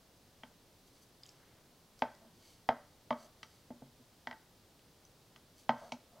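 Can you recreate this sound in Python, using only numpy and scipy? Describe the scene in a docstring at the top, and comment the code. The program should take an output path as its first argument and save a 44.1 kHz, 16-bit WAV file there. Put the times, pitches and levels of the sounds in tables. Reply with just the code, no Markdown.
"""Two thick wooden knitting needles at a table, close to the microphone in a small, quiet room.
First a tip clicks, yarn swishes over the wood, light ticks follow and the knitted cloth rustles.
From two seconds in the needles knock and slide: end knobs thump hollow on the table, tips and shafts click.
Near four seconds, blows cushioned by wool only thud; a knock and two faint ticks follow. After five
seconds come the last knocks, swishes and slides. Faint room rumble and microphone hiss lie under it all."""
import sys
import numpy as np
from scipy import signal
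from scipy.fft import rfft, irfft, next_fast_len
from scipy.io import wavfile
from scipy.ndimage import map_coordinates

SR = 44100
rng = np.random.default_rng(int(sys.argv[2]) if len(sys.argv) > 2 else 0)


def inscribe(sig):
    """Save sig as 16-bit PCM at rate SR to the path in sys.argv[1].

    A 1-D sig is mono; a 2-D sig holds one channel per row.
    Samples are clipped to [-1, 1] before scaling.
    """
    pcm = np.round(np.clip(np.atleast_2d(sig).T, -1, 1) * 32767)
    wavfile.write(sys.argv[1], SR, pcm.astype(np.int16))


N = 273420

# Needles knock: end knobs thump hollow on the table, tips and shafts click.
# Each row: start in seconds, strength in dB, contact time in seconds, loss of the low modes in dB,
# favoured resonance in Hz, its boost in dB, seconds to the first rebound (0 for none).
NEEDLE_KNOCKS = [(0.434, -35, 0.000096, 8, 3240, 11, 0), (2.021, -17, .00018, 7.5, 885, 1.5, 0),
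                 (2.689, -14.5, 0.00019, 8, 750, 6, 0), (3.1061, -21.5, 0.00013, 4.5, 600, 8, .0203),
                 (3.1094, -33, 0.00014, 2.5, 1130, 21, 0), (3.4304, -22, 0.000046, 33.5, 1230, 24, 0),
                 (3.705, -33.5, 0.0017, 4, 590, 2, 0), (3.821, -38.5, 0.002, 0, 142, 14.5, 0),
                 (3.994, -47.5, .0035, 0, 238, 7.5, 0), (4.2715, -24.5, 0.00011, 14, 1890, 7.5, .0398),
                 (5.3611, -34, 0.000046, 28, 1165, 21, 0), (5.6922, -13.5, 0.00016, 7, 765, 4, .0124),
                 (5.9205, -16.5, 0.000036, 37, 2370, 19, 0), (5.921, -32, 0.00068, 4, 674, 5, 0)]
# The hollow wooden ring of table and needles when struck.
# Each row: frequency in Hz, level in dB, seconds to fall by 60 dB.
WOOD_MODES = [(132, -27, 0.18), (239.2, -10, 0.098), (246, -16, 0.021), (436, -6, 0.017), (583, -29, 0.34),
              (620, 1, 0.032), (667, 12, 0.0062), (873.4, 6.5, 0.029), (867.4, -1, 0.058),
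              (1000, -20.5, 0.073), (1297, -21, 0.028), (1553, -17, 0.029), (1955, -14.5, 0.021),
              (2240, -20, 0.032), (2460, -19, 0.0087), (3153, -13.5, 0.014), (3460, -17.5, 0.003),
              (4830, -31, 0.015), (4840, -25.5, 0.014), (6320, -32, 0.006)]
# A contact's force before its softness is counted. Each row: frequency in Hz, level in dB.
FORCE_SPECTRUM = [(60, -1), (150, 3.5), (240, 3.5), (750, -1.5), (1600, 2.5), (3000, -1.5), (5500, 0.5)]
# Tips and fingernails. Each row: start in seconds, level in dB, pitch in Hz, ring against scratch in dB.
TIP_TICKS = [(1.2342, -53.5, 4930, 6.5), (1.2352, -56, 3560, 4), (1.257, -54.5, 3160, -3),
             (1.2637, -53.5, 6900, -10), (1.289, -55, 3020, -13), (1.2916, -50.5, 5400, -2),
             (1.9925, -55, 5080, -6), (2.15, -58.5, 4900, -7), (4.793, -63, 3050, -8),
             (5.0515, -64, 6100, 9)]
# Shaft dragging on shaft. 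Each row: middle and length in seconds, hollow level and groan level in dB.
SHAFT_SLIDES = [(2.249, 0.06, -64, -59), (3.238, 0.088, -60.5, -68), (5.844, 0.1, -53.5, -65),
                (6.195, 0.11, -61, -73)]
# Yarn drawn over the wood. Each row: middle and length in seconds, level in dB.
YARN_PULLS = [(0.878, 0.022, -69), (0.965, 0.062, -72.5), (1.032, 0.029, -68.5), (1.307, 0.25, -75.5),
              (1.999, 0.039, -68), (2.485, 0.17, -66), (3.225, 0.09, -65), (3.516, 0.18, -72.5),
              (5.60, 0.065, -64.5), (5.832, 0.17, -68.5)]
# Resonances of a rubbed needle. Each row: frequency in Hz, width in octaves, level in dB.
RUBBED_MODES = [(2190, 0.052, 6), (3140, 0.067, -2), (4540, 0.052, 5.5), (6080, 0.035, 4),
                (7600, 0.024, -6)]
# Echoes off the table and walls. Each row: frequency in Hz, gain in dB.
ECHO_COLOUR = [(200, -6.5), (450, -6.5), (750, -14), (1400, -7), (2100, -14), (3000, -16.5), (6000, -10)]
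# The small room's tail. Each row: frequency in Hz, seconds to fall by 60 dB.
ROOM_DECAY = [(150, 0.11), (400, 0.31), (700, 0.32), (1600, 0.46), (4000, 0.49), (10000, 0.11)]
# Room rumble and microphone hiss. Each row: frequency in Hz, relative noise density in dB.
ROOM_TONE_SPECTRUM = [(10, -16), (20, -2.5), (49, -5.5), (110, 0), (230, -4.5), (450, -7), (620, -9),
                      (1600, -17.5), (2400, -19.5), (3400, -17), (4800, -17), (7500, -22), (15800, -23.5)]
# The room tone's stereo image. Each row: frequency in Hz, likeness of left and right from 0 to 1.
STEREO_LIKENESS = [(60, 0.92), (150, 0.98), (380, 0.96), (950, 0.93), (2380, 0.75), (5980, 0.75),
                   (15000, 0.08)]

SOFT_SLOPE = 3.2  # how steeply the force falls above 1 / contact time
TIP_KNEE, TIP_SLOPE = 0.083, 4.8  # low modes are lost below this share of 1 / contact time, this steeply
FLIGHT_SHRINK, SHORTEST_FLIGHT_S = 0.41, 0.011  # each flight over the last; no rebound below the shortest
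LOSSLESS_FLIGHT_S = 0.066  # a rebound's strength is its flight over this
REBOUND_THINS_DB = 9  # further loss of low modes in the weakest rebounds
REBOUND_SOFTENS = 0.1  # a weaker rebound stays longer in contact, by this power
CRACK_HZ, FIRM_CONTACT_S, CRACK_RISES = 2460, 0.00011, 0.15  # shorter contacts crack higher, by this power
PULL_HZ, PULL_S, PULL_BRIGHTENS = 5660, 0.046, 0.19  # shorter yarn pulls sound higher, by this power
CLOTH_MIDDLE_S, CLOTH_LENGTH_S, CLOTH_DB, CLOTH_HZ = 1.46, 0.38, -74.5, 1440
TOP_HZ = 15850


def needle_knocks(resonance_q=12, soften_hz=8000):
    """Close to the microphone, each contact rings the wood and cracks; the wood's give dulls the top."""
    track, t = np.zeros(N), np.arange(SR // 4) / SR
    for start, db, contact_s, low_loss_db, favoured_hz, boost_db, flight_s in NEEDLE_KNOCKS:
        crack_hz = CRACK_HZ * (FIRM_CONTACT_S / contact_s) ** CRACK_RISES
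        for s, gain in bounces(start, flight_s):
            crack = amp(-22) * scratch(t, centre_hz=crack_hz, octaves=0.77, t60=0.034)
            wood = wood_ring(scatter_db=0.98, detune=0.003) + crack
            thinning_db = low_loss_db + REBOUND_THINS_DB * (1 - gain)
            pulse = amp(db) * gain * contact_force(contact_s / gain ** REBOUND_SOFTENS, thinning_db)
            blow = signal.fftconvolve(wood, pulse)
            # the point of contact picks out one resonance of the wood
            favoured = signal.lfilter(*signal.iirpeak(favoured_hz, resonance_q, SR), blow)
            blow += (amp(boost_db * gain) - 1) * favoured
            add(track, s, in_room(blow, late_db=-5.5))
    return signal.lfilter(*signal.butter(2, soften_hz, fs=SR), track)


def wood_ring(scatter_db, detune):
    """Table and needles ring hollow, a little differently each blow; neighbouring modes start opposed."""
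    t = np.arange(SR // 4) / SR
    tuning = 1 + detune * rng.standard_normal()
    gains = amp(scatter_db * rng.standard_normal(len(WOOD_MODES)))
    return sum((-1) ** k * gains[k] * amp(db) * fade(t, t60) * np.sin(2 * np.pi * hz * tuning * t)
               for k, (hz, db, t60) in enumerate(WOOD_MODES))


def contact_force(contact_s, low_loss_db):
    """One contact's pulse: its duration limits the treble, its nearness to the tip thins the bass."""
    hz = np.geomspace(40, 16000, num=48)
    cycles = hz * contact_s
    softness_db = 10 * np.log10(1 + cycles ** SOFT_SLOPE)
    thinning_db = low_loss_db / (1 + (cycles / TIP_KNEE) ** TIP_SLOPE)
    return shortest_pulse(np.column_stack([hz, along(FORCE_SPECTRUM, hz) - softness_db - thinning_db]))


def bounces(s, flight_s, count=3):
    """Start and gain of a blow and of a loose needle's rebounds, which come ever sooner and weaker."""
    contacts = [(s, 1)]
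    for flight in flight_s * FLIGHT_SHRINK ** np.arange(count):
        if flight > SHORTEST_FLIGHT_S:
            s += flight
            contacts.append((s, flight / LOSSLESS_FLIGHT_S))
    return contacts


def scratch(t, centre_hz, octaves, t60):
    """A dry, dying burst of noise as two surfaces meet and skid."""
    band = hump(np.fft.rfftfreq(len(t), 1 / SR), centre_hz, octaves)
    noise = irfft(rfft(rng.standard_normal(len(t))) * band, len(t))
    return unit(noise) * fade(t, t60)


def tip_ticks():
    """A tip touches: a dry scratch with more or less of a very short, high ring."""
    track, t = np.zeros(N), np.arange(SR // 20) / SR
    for s, db, hz, ring_db in TIP_TICKS:
        ring = amp(ring_db) * np.sin(2 * np.pi * hz * t) * fade(t, t60=0.025)
        tick = ring + scratch(t, centre_hz=hz, octaves=0.41, t60=0.01)
        add(track, s, amp(db) * in_room(tick, late_db=-5))
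    return track


def shaft_slides():
    """Wood dragging on wood stirs a hollow resonance and a low groan."""
    hollow_swell = sum(amp(db) * stroke(s, length) for s, length, db, _ in SHAFT_SLIDES)
    groan_swell = sum(amp(db) * stroke(s, length) for s, length, _, db in SHAFT_SLIDES)
    rub = friction(catch_hz=250, grain_db=-1)
    hollow = filtered(rub, lambda hz: hump(hz, 640, 0.11) + amp(-11) * hump(hz, 790, 0.61))
    groan = filtered(rub, lambda hz: hump(hz, 230, 0.036))
    return hollow_swell * unit(hollow) + groan_swell * unit(groan)


def yarn_swishes():
    """Wool fibres brush the needles and stir their high resonances; a quicker pull sounds higher."""
    track = np.zeros(N)
    fibres = filtered(friction(catch_hz=570, grain_db=2), rubbed_needle)
    for s, length, db in YARN_PULLS:
        centre_hz = PULL_HZ * (PULL_S / length) ** PULL_BRIGHTENS
        swish = filtered(fibres, lambda hz: hump(hz, centre_hz, octaves=0.95))
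        track += amp(db) * stroke(s, length) * unit(swish)
    return track


def rubbed_needle(hz):
    """The gain that a needle's resonances give to friction on its surface."""
    return 1 + sum(amp(db) * hump(hz, mode_hz, octaves) for mode_hz, octaves, db in RUBBED_MODES)


def cloth_rustle():
    """The knitted piece rustles softly as the hands settle."""
    rustle = filtered(friction(catch_hz=120, grain_db=2.5), lambda hz: hump(hz, CLOTH_HZ, octaves=0.7))
    return amp(CLOTH_DB) * stroke(CLOTH_MIDDLE_S, CLOTH_LENGTH_S) * unit(rustle)


def friction(catch_hz, grain_db):
    """Noise whose strength jumps as the surfaces catch and let go."""
    catches = rng.standard_normal(int(N * catch_hz / SR) + 4)
    grip = map_coordinates(catches, [np.arange(N) * catch_hz / SR])
    return unit(rng.standard_normal(N) * amp(grain_db * grip))


def stroke(s, length):
    """A hand movement swells and dies away around second s."""
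    return np.exp(-np.pi * ((np.arange(N) / SR - s) / length) ** 2)


def in_room(sound, late_db, early_t60=0.13, delay_s=0.009):
    """The microphone hears the direct sound, then echoes off the table and near walls, and a tail."""
    hz, frame_s, spectra = signal.stft(rng.standard_normal(SR // 2), SR, nperseg=256)
    _, tail = signal.istft(spectra * fade(frame_s, along(ROOM_DECAY, hz)[:, None]), SR, nperseg=256)
    early = rng.standard_normal(len(tail)) * fade(np.arange(len(tail)) / SR, early_t60)
    echoes = early / np.linalg.norm(early) + amp(late_db) * tail / np.linalg.norm(tail)
    echoes = signal.fftconvolve(echoes, shortest_pulse(ECHO_COLOUR))
    return signal.fftconvolve(sound, np.concatenate([[1], np.zeros(round(delay_s * SR)), echoes]))


def room_tone(level_db=-64.5):
    """The room's rumble is nearly the same left and right; the microphone's top hiss is each side's own."""
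    def mid_side_gains(hz):
        spread = np.arccos(np.clip(along(STEREO_LIKENESS, hz), 0, 1)) / 2
        return amp(along(ROOM_TONE_SPECTRUM, hz)) * np.array([np.cos(spread), np.sin(spread)])

    mid, side = filtered(rng.standard_normal((2, N)), mid_side_gains)
    return amp(level_db) * unit(np.array([mid + side, mid - side]))


def amp(db):
    """Decibels to gain."""
    return 10 ** (np.asarray(db) / 20)


def unit(x):
    """x at rms 1."""
    return x / np.sqrt(np.mean(x ** 2) + 1e-20)


def along(points, hz):
    """Rows of frequency and value, read at hz on a log axis."""
    frequencies, values = np.transpose(points)
    return np.interp(np.log(hz + 1), np.log(frequencies + 1), values)


def hump(hz, centre_hz, octaves):
    """A bell-shaped band on a log axis."""
    return np.exp(-0.5 * (np.log2((hz + 1) / centre_hz) / octaves) ** 2)


def fade(t, t60):
    """A decay of 60 dB in t60 seconds."""
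    return np.exp(-np.log(1000) * t / t60)


def add(track, s, sound):
    """Mix a sound into the track from second s."""
    part = track[round(s * SR):][:len(sound)]
    part += sound[:len(part)]


def filtered(x, response):
    """x through a filter whose gain is response(hz)."""
    size = next_fast_len(N + SR // 2)
    return irfft(rfft(x, size) * response(np.fft.rfftfreq(size, 1 / SR)), size)[..., :N]


def shortest_pulse(points, size=2048):
    """The shortest causal pulse with a spectrum given as rows of Hz and dB."""
    cepstrum = irfft(np.log(amp(along(points, np.fft.rfftfreq(size, 1 / SR)))))
    cepstrum[1:size // 2] *= 2
    cepstrum[size // 2 + 1:] = 0
    return irfft(np.exp(rfft(cepstrum)))


def scene():
    """The hands work close up and dead centre, with the room tone around them."""
    return needle_knocks() + tip_ticks() + shaft_slides() + yarn_swishes() + cloth_rustle() + room_tone()


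def record(dry):
    """The recorder keeps nothing above its band limit."""
    return filtered(dry, lambda hz: hz < TOP_HZ)


dry = scene()
out = record(dry)
inscribe(out)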